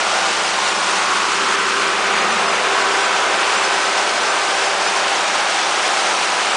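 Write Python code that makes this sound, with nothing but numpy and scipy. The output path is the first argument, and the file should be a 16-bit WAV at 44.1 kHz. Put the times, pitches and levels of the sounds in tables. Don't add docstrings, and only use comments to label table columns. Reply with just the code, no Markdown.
import sys
import numpy as np
from scipy import signal
from scipy.fft import rfft, irfft, next_fast_len
from scipy.io import wavfile
from scipy.ndimage import uniform_filter1d, map_coordinates

SR = 44100
rng = np.random.default_rng(int(sys.argv[2]) if len(sys.argv) > 2 else 0)


def transcribe(signal):
    frames = np.atleast_2d(signal).T
    limited = np.clip(frames, -1, 1)
    pcm = np.round(limited * 32767).astype(np.int16)
    wavfile.write(sys.argv[1], SR, pcm)


def volts_from_db(level):
    exponent = np.asarray(level, float) / 20
    return 10 ** exponent


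N = 289296
CYCLE_HZ = 15.0
FIRING_HZ = 6 * CYCLE_HZ


def unit(x):
    return x / np.sqrt(np.mean(x ** 2) + 1e-20)


def along(points, hz):
    f, v = np.transpose(points)
    return np.interp(np.log(hz + 1), np.log(f + 1), v, left=-120, right=-120)


def curves(rows):
    s, *cols = np.transpose(rows)
    return [np.interp(np.arange(N) / SR, s, c) for c in cols]


def wobble(rate_hz):
    coarse = np.arange(0, N + 64, 64)
    knots = rng.standard_normal(int(N * 40 / SR) + 4)
    smooth = map_coordinates(knots, [coarse * min(rate_hz, 40) / SR])
    return np.interp(np.arange(N), coarse, smooth)


def filtered(x, response):
    m = next_fast_len(N + 8192)
    return irfft(rfft(x, m) * response(np.fft.rfftfreq(m, 1 / SR)), m)[..., :N]


def tone(hz, db, sway_db, drift_rad):
    phase = 2 * np.pi * (np.cumsum(hz * np.ones(N)) / SR + rng.random())
    level = volts_from_db(db + sway_db * wobble(2.33))
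    drift = drift_rad * (wobble(3.226) + .45 * wobble(14))
    return np.sqrt(2) * level * np.sin(phase + drift)


# (frequency [Hz], density [dB per Hz])
ROAR_SPECTRUM = [(15, -74), (25, -41), (79, -37.5), (134, -30.5), (191, -13), (265, -15), (386, -2.5),
                 (449, -1.5), (780, 2.5), (1230, 3.5), (1830, 0), (2670, -1.5), (6110, -5.5), (9130, -12.5),
                 (10100, -19), (13100, -58), (22000, -120)]


def roar():
    z = signal.stft(rng.standard_normal(N + 512), nperseg=512)[2]
    across_hz = uniform_filter1d(rng.standard_normal(z.shape), size=4, axis=0)
    patches = uniform_filter1d(across_hz, size=40, axis=1)
    noise = signal.istft(z * volts_from_db(0.36 * unit(patches)), nperseg=512)[1][:N]
    air = filtered(noise, lambda hz: volts_from_db(along(ROAR_SPECTRUM, np.minimum(hz, 9500))))
    firing = .11 * np.cos(2 * np.pi * FIRING_HZ * np.arange(N) / SR)
    flutter = volts_from_db(.65 * wobble(32) + .4 * wobble(12)) - 1
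    bright = filtered(air, lambda hz: hz ** 2 / (hz ** 2 + 1500 ** 2))
    return unit(air + bright * flutter + (air - bright) * firing)


BEAMED_HZ = [394.4, 591.7, 789.2, 986.8, 1110, 1183.5, 1439.8, 1532.9]
# (enter [s], leave [s], level [dB rms])
BEAMS = [
    [(0, 6.6, -44), (1.38, 5.1, -42), (1.38, 2.45, -46), (2.7, 3.1, -38)],
    [(0, 1.2, -43), (3.6, 5.5, -36.5)],
    [(2.0, 2.25, -32), (2.9, 3.6, -34), (4.4, 5.2, -38), (5.5, 6.6, -34.5)],
    [(.8, 1.2, -34), (2.0, 2.2, -33), (2.55, 3.3, -31), (3.3, 4.1, -36), (6.2, 6.7, -33)],
    [(1.05, 1.3, -31), (2.6, 3.0, -36)],
    [(0, .75, -34), (1.3, 2.0, -36), (2.2, 2.4, -34), (3.3, 3.85, -35), (4.2, 4.6, -35), (5.2, 5.9, -39)],
    [(0, 1.2, -34), (1.8, 2.35, -37), (2.8, 3.4, -38)],
    [(.85, 1.2, -35), (1.4, 2.4, -33), (2.65, 4.7, -30), (5.5, 5.75, -33)],
]
BETWEEN_DB, RIM_S = -53.5, 0.07


def strong_tones():
    t, out = np.arange(N) / SR, 0
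    for hz, beams in zip(BEAMED_HZ, BEAMS):
        inside = 0
        for enter_s, leave_s, db in beams:
            gate = (np.tanh((t - enter_s) / RIM_S) - np.tanh((t - leave_s) / RIM_S)) / 2
            inside = inside + volts_from_db(db) * gate
        out = out + (volts_from_db(BETWEEN_DB) + inside) * tone(hz, 0, sway_db=hz / 1200, drift_rad=hz / 3000)
    return out


# (frequency [Hz], level [dB])
KNOCK_SPECTRUM = [(500, -42), (600, -16), (800, -12), (1100, 4), (1450, -3), (1750, -15), (2400, 4),
                  (3500, -2.5), (5000, -33)]


def block(renew_s=0.5265):
    size = round(SR / CYCLE_HZ)
    place = np.arange(N) / SR / renew_s
    patterns = rng.standard_normal((40, size))
    now, at = place.astype(int), np.arange(N) % size
    turn = np.pi / 2 * (place - now)
    knock = np.cos(turn) * patterns[now, at] + np.sin(turn) * patterns[now + 1, at]
    return unit(filtered(knock, lambda hz: volts_from_db(along(KNOCK_SPECTRUM, hz))))


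def clatter(decay_ms=1.4, scatter_db=5):
    count = int(N / SR * FIRING_HZ)
    draws = rng.standard_normal((count, 2))
    at = (np.arange(count) + .5 + 0.072 * draws[:, 0]) * SR / FIRING_HZ
    blows = np.bincount(at.astype(int), volts_from_db(scatter_db * draws[:, 1]), N)[:N]
    decay = np.exp(-np.arange(1500) / (decay_ms * SR / 1000))
    bursts = signal.fftconvolve(blows, decay)[:N] * rng.standard_normal(N)
    return unit(filtered(bursts, lambda hz: 1j * hz * 3200 / (2900 ** 2 - hz ** 2 + 1j * hz * 3200)))


# (multiple of the cycle [1], level [dB rms])
EXHAUST = [(7, -79), (8, -66.5), (9, -64), (10, -75), (11, -70), (14, -61.5), (16, -54.5), (17, -62.5),
           (18, -53.5), (19, -66), (20, -51.5), (21, -52), (24, -45.5), (27, -52.5), (28, -71), (30, -68.5),
           (34, -40), (50, -41), (52, -38.5), (58, -51.5), (73, -45), (88, -37.5), (92, -38.5),
           (110, -56.5), (112, -54)]


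def exhaust():
    speed_hz = CYCLE_HZ * (1 + 0.0003443 * wobble(0.844))
    return sum(tone(k * speed_hz, db, sway_db=2.1, drift_rad=.3) for k, db in EXHAUST)


POST_S, POST_WIDTH_S = 2.32, 0.15


def near_post():
    return np.exp(-.5 * ((np.arange(N) / SR - POST_S) / POST_WIDTH_S) ** 2)


# (frequency [Hz], level [dB rms], lift at post [dB], loss behind door [dB], sink time [s])
HUMS = [
    (90.0, -55, 2.5, 5.5, 3.3),
    (180.7, -48.5, 6, 10.5, 0.46),
    (206.4, -48.5, 7.5, 8, 2),
    (226, -55, 14, 6, 0.92),
    (331, -43, -7, 1, 1.2),
]
DOOR_S = 2.656


def hums():
    t, out = np.arange(N) / SR, 0
    for hz, db, lift_db, loss_db, sink_s in HUMS:
        hidden = np.clip((t - DOOR_S) / sink_s, 0, 1)
        out = out + tone(hz, db + lift_db * near_post() - loss_db * hidden, hz / 900, hz / 1400)
    return out


# (frequency [Hz], level [dB rms])
FAN = [(197.2, -55.5), (1577, -56)]
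# (frequency [Hz], level [dB rms])
ALTERNATOR = [(412.4, -49), (618.6, -62.5), (826.3, -53.5), (1051.8, -37), (1261.7, -38), (1682, -49),
              (3150.5, -61), (3569.2, -45)]


def rotors():
    return sum(tone(hz, db, min(1.2 + hz / 300, 3.6), min(hz / 1500, 1)) for hz, db in FAN + ALTERNATOR)


# (time [s], extra path [ms], strength [0-1])
GROUND = [(0, 1.42, .3), (.9, .92, .22), (1.3, .78, .45), (1.75, .7, .6), (2.02, .67, 0), (3, 1.3, 0),
          (5.3, 1.25, .3), (6.56, 1.3, .15)]


def ground(x):
    path_ms, share = curves(GROUND)
    dull = filtered(x, lambda hz: 1 / (1 + (hz / 1450) ** 6))
    late = np.interp(np.arange(N) - path_ms * SR / 1000, np.arange(N), dull)
    return x + share * late


# (time [s], level [dB], treble shade [dB])
WALK = [(0, -19.5, 1), (.8, -20.5, 1.5), (1.2, -19, 0), (1.8, -19, -1.5), (2.2, -18, -3.5), (2.6, -18, -3),
        (3.3, -18, -2), (4.1, -19, 0), (4.7, -19.5, 1), (5.3, -19, -.6), (5.8, -19.5, 0.9),
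        (6.56, -19.5, 0.5)]
CROSS_HZ = [300, 1000, 3000]
RANGE_DB = [
    -24.5,
    -6,
    -2.5,
    -5,
]
POST_THRUM_DB = 4


def walk(x):
    level_db, shade_db = curves(WALK)
    below = [filtered(x, lambda hz: 1 / (1 + (hz / edge) ** 6)) for edge in CROSS_HZ]
    ranges = np.diff([0 * x, *below, x], axis=0)
    changes_db = [POST_THRUM_DB * near_post() + 0.37 * shade_db, 0.19 * shade_db, 0, shade_db]
    return sum(volts_from_db(level_db + db + change) * unit(part)
               for db, change, part in zip(RANGE_DB, changes_db, ranges))


def scene():
    noises = volts_from_db(-16.0) * roar() + volts_from_db(-30.0) * block() + volts_from_db(-37.5) * clatter()
    machine = noises + exhaust() + rotors()
    return np.tile(walk(ground(machine)) + strong_tones() + hums(), (2, 1))


TOP_HZ = 10160


def stepped_treble(x):
    chance, scatter_db, step = .065, .8, 340
    blocks = N // step + 1
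    need = rng.exponential(1, blocks) ** .7
    out = filtered(x, lambda hz: hz < 5000)
    for low in range(5000, TOP_HZ, 500):
        present = rng.random(blocks) > chance * need
        kept = present * volts_from_db(scatter_db * rng.standard_normal(blocks))
        gain = uniform_filter1d(kept.repeat(step)[:N], size=110)
        out = out + gain * filtered(x, lambda hz: (hz >= low) & (hz < low + 500))
    return out


# (time [s], low edge [Hz], high edge [Hz])
SIDE_BURSTS = [(.47, 8300, 9650), (.703, 6900, 9000), (.772, 5150, 6200), (.772, 6900, 8300), (1.817, 8300, 9650),
               (2.189, 4150, 5150), (2.328, 6200, 8300), (2.491, 4150, 6900), (3.048, 4150, 5150),
               (3.048, 6200, 7600), (3.536, 7600, 9650), (3.582, 6200, 7600), (3.652, 4650, 7600),
               (4.209, 7600, 9000), (4.302, 6200, 7600), (4.882, 4650, 6900), (5.533, 8300, 9650)]


def side_noise():
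    half = round(.023 * SR)
    hz = np.fft.rfftfreq(2 * half, 1 / SR)
    noise = unit(filtered(rng.standard_normal(N), lambda f: volts_from_db(along(ROAR_SPECTRUM, f))))
    side = np.zeros(N + 4096)
    for s, lo, hi in SIDE_BURSTS:
        at = round(s * SR) - half
        band = irfft(rfft(noise[at:at + 2 * half]) * (hz > lo) * (hz < hi), 2 * half)
        side[at:at + 2 * half] += np.hanning(2 * half) * band
    return side[:N] * np.array([[1], [-1]])


def low_pass(x):
    return signal.sosfilt(signal.butter(12, 10840, fs=SR, output="sos"), x)


def record(dry):
    rumble = filtered(rng.standard_normal(N), lambda hz: 1 / (1 + (hz / 90) ** 2))
    mono = stepped_treble(dry[0] + volts_from_db(-74.5) * unit(rumble))
    limited = filtered(mono, lambda hz: volts_from_db(-.2 * np.clip(hz - TOP_HZ + 140, 0, 600)))
    return low_pass(limited + volts_from_db(-22.0) * side_noise())


dry = scene()
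out = record(dry)
transcribe(out)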